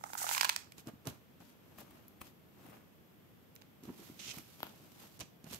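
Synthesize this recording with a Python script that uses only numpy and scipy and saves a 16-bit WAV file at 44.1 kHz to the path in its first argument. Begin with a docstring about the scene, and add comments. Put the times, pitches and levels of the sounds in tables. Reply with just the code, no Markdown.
"""Tape measure on embroidery canvas

A small quiet room, close to a camera with two microphones. A plastic tape is drawn out at the right:
friction hiss, with a damped flap and a cracking burst as each kink flips. It is laid on stiff canvas on
a table, where fingers pat (damped modes), smooth, scrape and drag (filtered random slips), threads click
and tick (short noise bursts), and something small and hard knocks at the left. Low rumble and hiss lie
beneath, and decaying noise gives the room's answer."""
import sys
import numpy as np
from scipy import signal
from scipy.fft import rfft, irfft, next_fast_len
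from scipy.io import wavfile
from scipy.ndimage import uniform_filter1d, map_coordinates

SR = 44100
rng = np.random.default_rng(int(sys.argv[2]) if len(sys.argv) > 2 else 0)


def materialize(psi):
    """Save the field psi as 16-bit PCM at rate SR to the path in sys.argv[1].

    A 1-D psi becomes a single channel; in a 2-D psi each row is a channel.
    """
    bounded = np.clip(np.atleast_2d(psi).T, -1, 1)
    quanta = np.round(bounded * 32767).astype(np.int16)
    wavfile.write(sys.argv[1], SR, quanta)


N = 246519

# All levels are relative; spectra are densities per Hz.
# Room tone. Each row: frequency in Hz, level in dB.
ROOM_TONE_SPECTRUM = [(25, -21), (45, -18), (85, -0.5), (200, 1.5), (400, -5.5), (800, -13), (2000, -18.5),
                      (3400, -20), (3900, -25), (9500, -31), (11300, -29), (12050, -14), (12700, -25.5),
                      (15000, -26)]
# Left-right likeness of the room tone. 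Each row: frequency in Hz, correlation from 0 to 1.
ROOM_TONE_LIKENESS = [(60, 0.38), (300, 0.31), (900, 0.061), (2000, 0)]
# Decay of the room. Each row: frequency in Hz, time to fall 60 dB in seconds.
ROOM_DECAY = [(150, 0.27), (1000, 0.29), (5000, 0.32), (14000, 0.22)]
# The camera's body shading sound from the right. Each row: frequency in Hz, left-right difference in dB.
RIGHT_SHADE = [(200, -4.5), (700, -4), (1300, -11.5), (2400, -3.5), (4400, -5), (8000, -16.5),
               (10500, -1.5), (12500, 7.5), (15000, -7)]
# Where the hands work. Each row: time in seconds, left-right difference in dB.
HAND_PLACES = [(1.05, -4.5), (1.398, 2), (2.7, 2.5), (3.602, -6.5), (4.3, -4.5), (4.9, 0), (5.5, -6)]

# Something small and hard knocking at the left. Each row: start in seconds, level in dB.
KNOCKS = [(4.6047, -25.5), (4.631, -10.5), (4.668, -26.5)]
# Spectrum of its click and rattle. Each row: frequency in Hz, level in dB.
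KNOCK_SPECTRUM = [(120, -26), (550, 0), (1000, 6), (1200, -1.5), (1420, 2), (1950, -8.5), (3200, -1),
                  (4800, -12), (9500, -47), (12500, -2.5), (15000, -14.5)]
# Single threads slipping off a nail. Each row: start in seconds, level in dB.
THREAD_TICKS = [(0.142, -19.5), (1.785, -29), (1.806, -30), (2.0814, -28), (3.5535, -28.5)]
# Spectrum of these ticks. Each row: frequency in Hz, level in dB.
TICK_SPECTRUM = [(1500, -18), (9500, -11.5), (12500, 5.5), (15500, 1)]
# Stiff threads and tape edges clicking by themselves. Each row: start in seconds, level in dB.
CRINKLES = [(0.1335, -25), (5.1927, -33), (5.206, -23), (5.5317, -25.5), (5.545, -23.5)]
# Spectrum of these clicks. Each row: frequency in Hz, level in dB.
CLICK_SPECTRUM = [(300, 9), (1200, -7.5), (3500, 5), (7000, 7), (9500, 0), (12500, 3.5), (15500, -21)]
# A nail scraping across the weave. Each row: middle in seconds, half length in seconds, level in dB.
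SCRAPES = [(1.064, .002, -49), (1.79, .007, -54), (1.807, 0.0045, -52), (1.925, 0.033, -66),
           (2.217, 0.009, -53), (2.692, 0.052, -61.5), (4.386, 0.0028, -46.5)]
# Spectrum of the scrapes. Each row: frequency in Hz, level in dB.
SCRAPE_SPECTRUM = [(200, 2), (600, 0), (1050, 0), (1700, -6), (2600, -5), (5000, -15.5), (15000, -8.5)]

# Fingers and tape landing. Each row: start in seconds, pat in dB, pitch in Hz, click in dB.
TAPS = [(0.7817, -50, 233, -32.5), (0.872, -37, 260, -32.5), (.935, -42.5, 213, -54),
        (1.055, -41, 310, -36), (1.064, -46, 370, -52), (1.0717, -36, 104, -19.5), (1.083, -48, 330, -58),
        (1.1, -46, 260, -40), (1.403, -47, 212, -47), (3.8358, -40, 275, -36), (3.853, -46, 290, -44),
        (3.995, -40, 328, -51), (4.099, -36.5, 265, -46), (5.2007, -38.5, 232, -26.5),
        (5.2154, -40.5, 245, -41), (5.4425, -45, 282, -35), (5.467, -43, 168, -49), (5.511, -41, 219, -33),
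        (5.5382, -43, 165, -26.5)]
# Modes of the patted table. Each row: multiple of the pitch, level in dB, cycles to fall 60 dB.
TABLE_MODES = [(1.04, 6, 4.7), (0.64, -34, 4), (1.8, -18, 9.5), (2.9, -8, 3.2)]
# Short strokes of a hand over the canvas.
# Each row: middle in seconds, half length in seconds, level in dB, firmness in dB.
STROKES = [(0.793, 0.015, -64, -8), (0.882, 0.017, -63, 6), (1.09, .013, -61, -8), (1.138, 0.036, -66.5, 4),
           (1.478, 0.048, -72, -4), (1.803, 0.019, -59, 1.5), (1.876, 0.22, -67.5, 3.5),
           (2.264, 0.029, -62, 0), (2.691, 0.11, -63, 5), (3.893, 0.014, -58.5, 12.5),
           (4.372, 0.029, -56, -3.5), (5.024, 0.048, -58.5, 0), (5.535, 0.041, -66, -11.5)]
# One long slide of the hand along the tape. Each row: time in seconds, level in dB, firmness in dB.
SWEEP = [(3.84, -72.5, -8.5), (3.93, -64.5, 3), (3.99, -58.5, -2), (4.15, -65, -1.5), (4.31, -57, -1.5),
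         (4.45, -73.5, -11.5), (4.56, -65.5, -3), (4.63, -60.5, -2.5), (4.74, -62.5, 2),
         (5.179, -74.5, -9.5)]
# The sheet flexing under the hand. Each row: frequency in Hz, level in dB.
FLEX_SPECTRUM = [(35, -23), (85, -1), (210, 8), (320, 4.5), (480, -10.5), (900, -28), (2000, -65)]
# Skin rubbing the canvas. Each row: frequency in Hz, level in dB.
RUB_SPECTRUM = [(170, -20), (330, -1.5), (620, 5), (850, 1), (1200, 0.5), (2000, -9), (2800, -6.5),
                (5000, -38), (10000, -42)]
# Starched threads fizzing. Each row: frequency in Hz, level in dB.
FIZZ_SPECTRUM = [(1000, -4.5), (3000, 2.5), (6500, 0), (9500, -4), (11000, -3), (12200, 5), (15000, -5)]

# The tape dragged over the weave. Each row: start in seconds, length in seconds, final level in dB.
DRAGS = [(4.19, 0.021, -49), (4.214, 0.1, -40.5), (5.206, 0.0065, -39.5), (5.49, 0.022, -58)]
# Rasp of the dragged edge. 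Each row: frequency in Hz, level in dB.
DRAG_SPECTRUM = [(400, -13), (1000, -21), (1900, -9), (2800, -0.5), (4400, -6.5), (6200, -3.5), (8500, -16),
                 (12500, -18), (15000, -26)]
# Hiss of the tape running out. Each row: time in seconds, level in dB.
PULL = [(0, -62), (.174, -47), (.178, -33), (.27, -37), (.325, -30.5), (.4, -41), (.47, -53), (.6, -53),
        (.63, -84), (.68, -101)]
# Spectrum of that hiss. Each row: frequency in Hz, level in dB.
HISS_SPECTRUM = [(350, -65), (1400, -0.5), (2200, -6), (4200, -5), (6800, 2.5), (8500, 0.5), (10500, -3),
                 (12500, 1.5), (15000, -5.5)]
# Kinks flipping in the tape. Each row: start in seconds, flap in dB, crack in dB, pitch in Hz.
KINKS = [(0.0384, -24, -23.5, 844), (.1332, -28.5, -24, 910), (0.1517, -27.5, -34, 900),
         (0.2168, -26.5, -39, 860), (0.2418, -26, -31, 745), (.2665, -25, -22, 890),
         (0.2912, -22, -11, 940), (0.312, -21, -19, 910), (0.3487, -31, -10, 1080),
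         (0.3682, -21.5, -17, 1040), (0.3791, -23, -5.5, 1075), (0.4102, -21.5, -3, 990),
         (0.4126, -25.5, -2.5, 1050), (0.4311, -20, -9, 1030), (0.4462, -25, -3, 1020),
         (0.451, -20.5, -6, 1066), (0.493, -29, -2.5, 1010), (0.4961, -28, -4, 1040),
         (0.5622, -48, -7, 1195), (.721, -63, -27, 1090), (3.5621, -68, -31.5, 945), (3.615, -55, -39, 900),
         (3.6198, -52, -34.5, 1000)]
# Modes of a flap of the tape. Each row: multiple of the pitch, level in dB, cycles to fall 60 dB.
FLAP_MODES = [(1, 1, 15), (1.55, 1, 13.8), (2.3, -10.5, 18)]
# Modes of a crack. Each row: multiple of the kink's pitch, level in dB, cycles to fall 60 dB.
SNAP_MODES = [(1.6, -8.5, 14.5), (2.42, 0.5, 19.6), (4.6, -3, 24), (6.4, -8, 18)]
# Spectrum of the cracks and of the crackling edge. Each row: frequency in Hz, level in dB.
CRACK_SPECTRUM = [(450, -39), (900, -1), (1200, -6), (1650, 1), (2050, 1), (2480, 3.5), (2900, 4),
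                  (3700, 0.5), (4600, 0.5), (6400, -2), (9500, -9), (12800, -6), (15500, -13)]
# The tape tips onto its crackling edge. A single row: middle in seconds, half length in seconds, level in dB.
EDGE = (0.39, 0.12, -44.5)

TOP_HZ = 15700  # band limit of the microphones' camera
THUD_HZ, THUD_DB = 312, -24  # the table gives under a knock
RATTLE_DB, RATTLE_T60_S = -32, 0.061  # and the knocked thing chatters
SETTLE_S, SETTLE_DB, SETTLE_PITCH = 0.01636, -11.5, 0.73  # the fingertip flattens: delay, drop, pitch ratio
# every landing also brushes the weave
BRUSH_LAG_S, BRUSH_HALF_S, BRUSH_DB, BRUSH_FIRMNESS_DB = 0.0084, 0.014, -17, 6
USUAL_HALF_S = 0.02  # half length of an ordinary stroke
DRAG_ATTACK_S, DRAG_BUILD_DB_PER_S, DRAG_STOP_DB_PER_S = 0.0024, 60, 1100
KINK_SCATTER = 0.025  # share by which a kink's modes stray from their pitch
FLAP_ATTACK_S = 0.00053
SNAP_DB = -22.5  # added to a kink's crack level for its ringing modes
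FLUTTER_COUNT, FLUTTER_RANGE_DB = 28, 9  # small flaps of the running tape, and their spread
FLUTTER_DB, FLUTTER_FOLLOWS = -22, 0.34  # level of the strongest at 0 dB of hiss; dB gained per dB of hiss
FLUTTER_HZ, FLUTTER_OCTAVES = 956, 0.73  # middle pitch, and its spread


def amp(db):
    """Decibels to gain."""
    return 10 ** (np.asarray(db) / 20)


def unit(x):
    """Scale to rms 1."""
    return x / np.sqrt(np.mean(x ** 2) + 1e-20)


def along(points, hz):
    """Interpolate (Hz, value) points on a log frequency axis."""
    f, v = np.transpose(points)
    return np.interp(np.log(hz + 1), np.log(f + 1), v)


def wander(knots_per_s):
    """A smooth random curve through normal draws at the given rate."""
    knots = np.arange(N) * knots_per_s / SR
    return map_coordinates(rng.standard_normal(N // 20), [knots])


def envelope(curve):
    """Gain per sample from an (s, dB) curve, silent outside it, slightly smoothed."""
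    s, db = np.transpose(curve)
    gain = np.interp(np.arange(N) / SR, s, amp(db), left=0, right=0)
    return np.abs(uniform_filter1d(gain, size=128))  # abs: rounding must not go below zero


def swell(middle_s, half_s, db):
    """Gain per sample of one movement that swells and fades."""
    away = np.minimum(((np.arange(N) / SR - middle_s) / half_s) ** 2, 20)
    return amp(db) * np.exp(-.75 * away)


def filtered(x, response):
    """x times a complex response of frequency."""
    n = x.shape[-1]
    m = next_fast_len(n + SR // 10)
    return irfft(rfft(x, m) * response(np.fft.rfftfreq(m, 1 / SR)), m)[..., :n]


def high_pass(x, corner_hz):
    """Causal second-order roll-off below the corner."""
    return filtered(x, lambda hz: -hz ** 2 / (corner_hz ** 2 - hz ** 2 + 1j * hz * corner_hz))


def coloured(x, spectrum):
    """Causal minimum-phase filter with the given spectrum, so that attacks stay sharp."""
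    size = 4096
    cepstrum = irfft(np.log(amp(along(spectrum, np.fft.rfftfreq(size, 1 / SR)))))
    # fold the cepstrum onto positive time
    cepstrum[1:size // 2] *= 2
    cepstrum[size // 2 + 1:] = 0
    kernel = irfft(np.exp(rfft(cepstrum)))
    kernel /= np.linalg.norm(kernel)
    return signal.fftconvolve(x, np.atleast_2d(kernel), axes=1)[:, :N]


def add(track, s, sound):
    """Mix a short sound into a track at s seconds."""
    part = track[..., round(s * SR):][..., :sound.shape[-1]]
    part += sound[..., :part.shape[-1]]


def panned(left_db):
    """Gains of the two microphones for a left-right level difference."""
    left_db = np.atleast_1d(left_db)
    g = amp(np.array([left_db, -left_db]) / 2)
    return g / g.mean(0)


def at_hands(x):
    """Place a sound where the hands are working."""
    return x * panned(np.interp(np.arange(N) / SR, *np.transpose(HAND_PLACES)))


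def delays(hz, left_s, right_s):
    """Phase response of a separate delay at each microphone."""
    return np.exp(-2j * np.pi * hz * np.array([[left_s], [right_s]]))


def from_right(x, lag_ms):
    """The left microphone hears it later, shaded by the camera's body."""
    return filtered(x, lambda hz: panned(along(RIGHT_SHADE, hz)) * delays(hz, lag_ms / 1000, 0))


def spread(draw, apart):
    """Two channels from three random draws: one shared, one each."""
    apart = np.clip(apart, 0, 1)
    return np.sqrt(1 - apart) * draw[:1] + np.sqrt(apart) * draw[1:]


def friction(spectrum, rate, size_db, clump_db, apart):
    """Threads catch and let go: rate tiny slips a second, uneven in size and coming in clumps; rms 1."""
    happens = rng.random((3, N)) < rate / SR
    sign = rng.choice([-1, 1], (3, N))
    size = amp(size_db * np.clip(rng.standard_normal((3, N)), -2, 2))
    slips = spread(happens * sign * size, apart)
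    return unit(coloured(slips * amp(clump_db * wander(110)), spectrum))


def ring(modes, hz, attack, scatter=0.086):
    """A few heavily damped modes, a little different at every blow."""
    t = np.arange(SR // 8) / SR
    total = np.zeros(len(t))
    for ratio, db, cycles in modes:
        stray_db, detune = rng.standard_normal(2)
        mode_hz = hz * ratio
        decay = amp(db + stray_db - 60 * t * mode_hz / cycles)
        total += decay * np.sin(2 * np.pi * mode_hz * (1 + scatter * detune) * t)
    return total * (1 - np.exp(-t / attack))


def burst(t60, apart, snap):
    """One abrupt snap and a crackle of a few milliseconds, in two channels; energy 1."""
    t = np.arange(SR // 20) / SR
    crackle = spread(rng.standard_normal((3, len(t))), apart) * amp(-60 * t / t60)
    crackle[:, 0] = snap * np.linalg.norm(crackle, axis=1)  # the snap is the first sample
    return crackle / np.linalg.norm(crackle, axis=1, keepdims=True)


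def background():
    """Low room rumble and the microphones' own hiss, partly alike at left and right."""
    def middle_and_side(hz):
        turn = np.arccos(np.clip(along(ROOM_TONE_LIKENESS, hz), -1, 1)) / 2
        return amp(along(ROOM_TONE_SPECTRUM, hz)) * np.array([np.cos(turn), np.sin(turn)])
    mid, side = filtered(rng.standard_normal((2, N)), middle_and_side)
    return amp(-62.0) * unit(np.array([mid + side, mid - side]))


def room(x):
    """The walls answer after a short gap; the decay time depends on frequency, shortest at the very top."""
    hz, t, z = signal.stft(rng.standard_normal((2, SR // 2)), SR, nperseg=256)
    decay = amp(-60 * t / along(ROOM_DECAY, hz)[:, None])
    tail = signal.istft(z * decay, SR, nperseg=256)[1]
    tail *= np.clip((np.arange(tail.shape[1]) / SR - .007) / 0.0024, 0, 1)  # 7 ms gap, then a quick rise
    return signal.fftconvolve(x, tail / np.linalg.norm(tail[0]), axes=1)[:, :N]


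def knocks():
    """A hard contact gives a woody click, a thud and a brief rattle; it reaches the left microphone first."""
    blows, thuds, rattling = np.zeros((2, N)), np.zeros(N), np.zeros(N)
    t = np.arange(SR // 4) / SR
    for s, db in KNOCKS:
        add(blows, s, amp(db) * panned(3.6))
        add(thuds, s, amp(db + THUD_DB) * ring(TABLE_MODES, THUD_HZ, attack=0.0013))
        add(rattling, s, amp(db + RATTLE_DB - 60 * t / RATTLE_T60_S))
    rattle = rattling * friction(KNOCK_SPECTRUM, rate=290, size_db=8, clump_db=6.0, apart=0.6)
    return filtered(coloured(blows, KNOCK_SPECTRUM) + thuds + rattle, lambda hz: delays(hz, 0, .00017))


def thread_ticks():
    """A single thread slips off a nail with a thin, high tick."""
    ticks = np.zeros((2, N))
    for s, db in THREAD_TICKS:
        add(ticks, s, amp(db) * burst(t60=0.022, apart=0.85, snap=0.3))
    return at_hands(coloured(ticks, TICK_SPECTRUM))


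def crinkles():
    """Single dry clicks of the stiff cloth and of the tape's edge, alone or under a landing finger."""
    clicks = np.zeros((2, N))
    landings = [(s, click_db) for s, _, _, click_db in TAPS]
    for s, db in list(CRINKLES) + landings:
        add(clicks, s, amp(db + 3.0) * burst(t60=0.015, apart=0.97, snap=0.52))
    return at_hands(coloured(clicks, CLICK_SPECTRUM))


def scrapes():
    """A nail skips over a few threads with a coarse, hollow rasp."""
    rasp = friction(SCRAPE_SPECTRUM, rate=1200, size_db=2, clump_db=5.5, apart=0.56)
    return at_hands(sum(swell(*row) for row in SCRAPES) * rasp)


def taps():
    """Soft pats on the padded table, each settling once: broad contacts sound low, small ones high."""
    pats = np.zeros((2, N))
    for s, db, hz, _ in TAPS:
        for delay, drop_db, pitch in [(0, 0, hz), (SETTLE_S, SETTLE_DB, hz * SETTLE_PITCH)]:
            pat = ring(TABLE_MODES, pitch, attack=.35 / pitch)
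            add(pats, s + delay, amp(db + drop_db - 0.5) * pat)
    return high_pass(pats, corner_hz=70.4)


def stroke_envelope(firm_slope, long_db):
    """Hand movements as gain: firm_slope dB per dB of firmness, long_db per doubling of stroke length."""
    brushes = [(s + BRUSH_LAG_S, BRUSH_HALF_S, min(db, click_db) + BRUSH_DB, BRUSH_FIRMNESS_DB)
               for s, db, _, click_db in TAPS]
    strokes = np.zeros(N)
    for s, half_s, db, firmness in list(STROKES) + brushes:
        length_db = long_db * np.log2(half_s / USUAL_HALF_S)
        strokes += swell(s, half_s, db + firm_slope * firmness + length_db)
    sweep = envelope([(s, db + firm_slope * firmness) for s, db, firmness in SWEEP])
    return np.hypot(strokes, sweep)


def smoothing():
    """Under a hand the sheet flexes (firm hand), skin rubs (long stroke), starched threads fizz (light hand)."""
    flex = friction(FLEX_SPECTRUM, rate=900, size_db=1.0, clump_db=4.0, apart=0.13)
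    flex *= amp(-3.0) * stroke_envelope(firm_slope=0.75, long_db=1.0)
    rub = friction(RUB_SPECTRUM, rate=900, size_db=3.5, clump_db=3.5, apart=0.76)
    rub *= amp(-5.0) * stroke_envelope(firm_slope=0.54, long_db=1.0)
    fizz = friction(FIZZ_SPECTRUM, rate=4200, size_db=5.0, clump_db=1.5, apart=1.0)
    fizz *= amp(-0.65) * stroke_envelope(firm_slope=-1.06, long_db=0.5)
    uneven = amp(0.92 * wander(35))  # the hand catches and hurries
    return uneven * (flex + at_hands(rub + fizz))


def drag_envelope(start_s, length_s, db):
    """A drag catches, builds as the tape gathers speed, and stops quickly."""
    t = np.arange(N) / SR - start_s
    build_db = DRAG_BUILD_DB_PER_S * np.maximum(length_s - t, 0)
    stop_db = DRAG_STOP_DB_PER_S * np.maximum(t - length_s, 0)
    return np.clip(t / DRAG_ATTACK_S, 0, 1) * amp(db - build_db - stop_db)


def tape_drag():
    """The tape's edge rasps over the weave, at the right."""
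    rasp = friction(DRAG_SPECTRUM, rate=4000, size_db=2.0, clump_db=1, apart=1.0)
    rasp *= amp(-3.0) * sum(drag_envelope(*row) for row in DRAGS)
    judder = amp(2.3 * wander(90))  # the edge sticks and slips
    return from_right(judder * rasp, lag_ms=0.337)


def kink_flips():
    """Each kink flips with a hollow flap and a ringing crack at its own pitch; returns tones and crack bursts."""
    tones, cracks = np.zeros((2, N)), np.zeros((2, N))
    for s, flap_db, crack_db, hz in KINKS:
        flap = ring(FLAP_MODES, hz, attack=FLAP_ATTACK_S, scatter=KINK_SCATTER)
        snap = ring(SNAP_MODES, hz, attack=1 / SR, scatter=KINK_SCATTER)
        add(tones, s, amp(flap_db - 2.55) * flap)
        add(tones, s, amp(crack_db + SNAP_DB) * snap)
        add(cracks, s, amp(crack_db - 0.5) * burst(t60=0.013, apart=0.81, snap=0.44))
    return tones, coloured(cracks, CRACK_SPECTRUM)


def flutter(pull):
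    """Small flaps of the running tape, one at a random moment in each equal share of the pull."""
    flaps = np.zeros((2, N))
    pull_end_s = PULL[-1][0]
    for k, (late, weak, high) in enumerate(rng.random((FLUTTER_COUNT, 3))):
        s = pull_end_s * (k + late) / FLUTTER_COUNT
        hz = FLUTTER_HZ * 2 ** (FLUTTER_OCTAVES * (high - .5))
        gain = amp(FLUTTER_DB - FLUTTER_RANGE_DB * weak) * pull[round(s * SR)] ** FLUTTER_FOLLOWS
        add(flaps, s, gain * ring(FLAP_MODES, hz, attack=FLAP_ATTACK_S))
    return flaps


def tape_pull():
    """The tape hisses, crackles and flutters through the fingers at the right, its kinks flipping."""
    pull = envelope(PULL)
    kink_tones, cracks = kink_flips()
    flaps = high_pass(kink_tones + flutter(pull), corner_hz=750)  # so narrow a strip radiates no bass
    hiss = pull * amp(-6.0) * friction(HISS_SPECTRUM, rate=1500, size_db=1.0, clump_db=2.0, apart=0.99)
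    crackle = swell(*EDGE) * friction(CRACK_SPECTRUM, rate=180, size_db=6, clump_db=3.5, apart=0.47)
    return from_right(flaps + cracks + crackle + hiss, lag_ms=0.426)


def scene():
    """All the handling, with the room's answer and the room tone."""
    dry = knocks() + thread_ticks() + crinkles() + scrapes() + taps() + smoothing() + tape_drag() + tape_pull()
    return background() + amp(-12.5) * room(dry) + dry


def record(dry):
    """The small microphones lose the deep bass, and the camera keeps nothing above its band limit."""
    return filtered(high_pass(dry, corner_hz=55.0), lambda hz: hz < TOP_HZ)


dry = scene()
out = record(dry)
materialize(out)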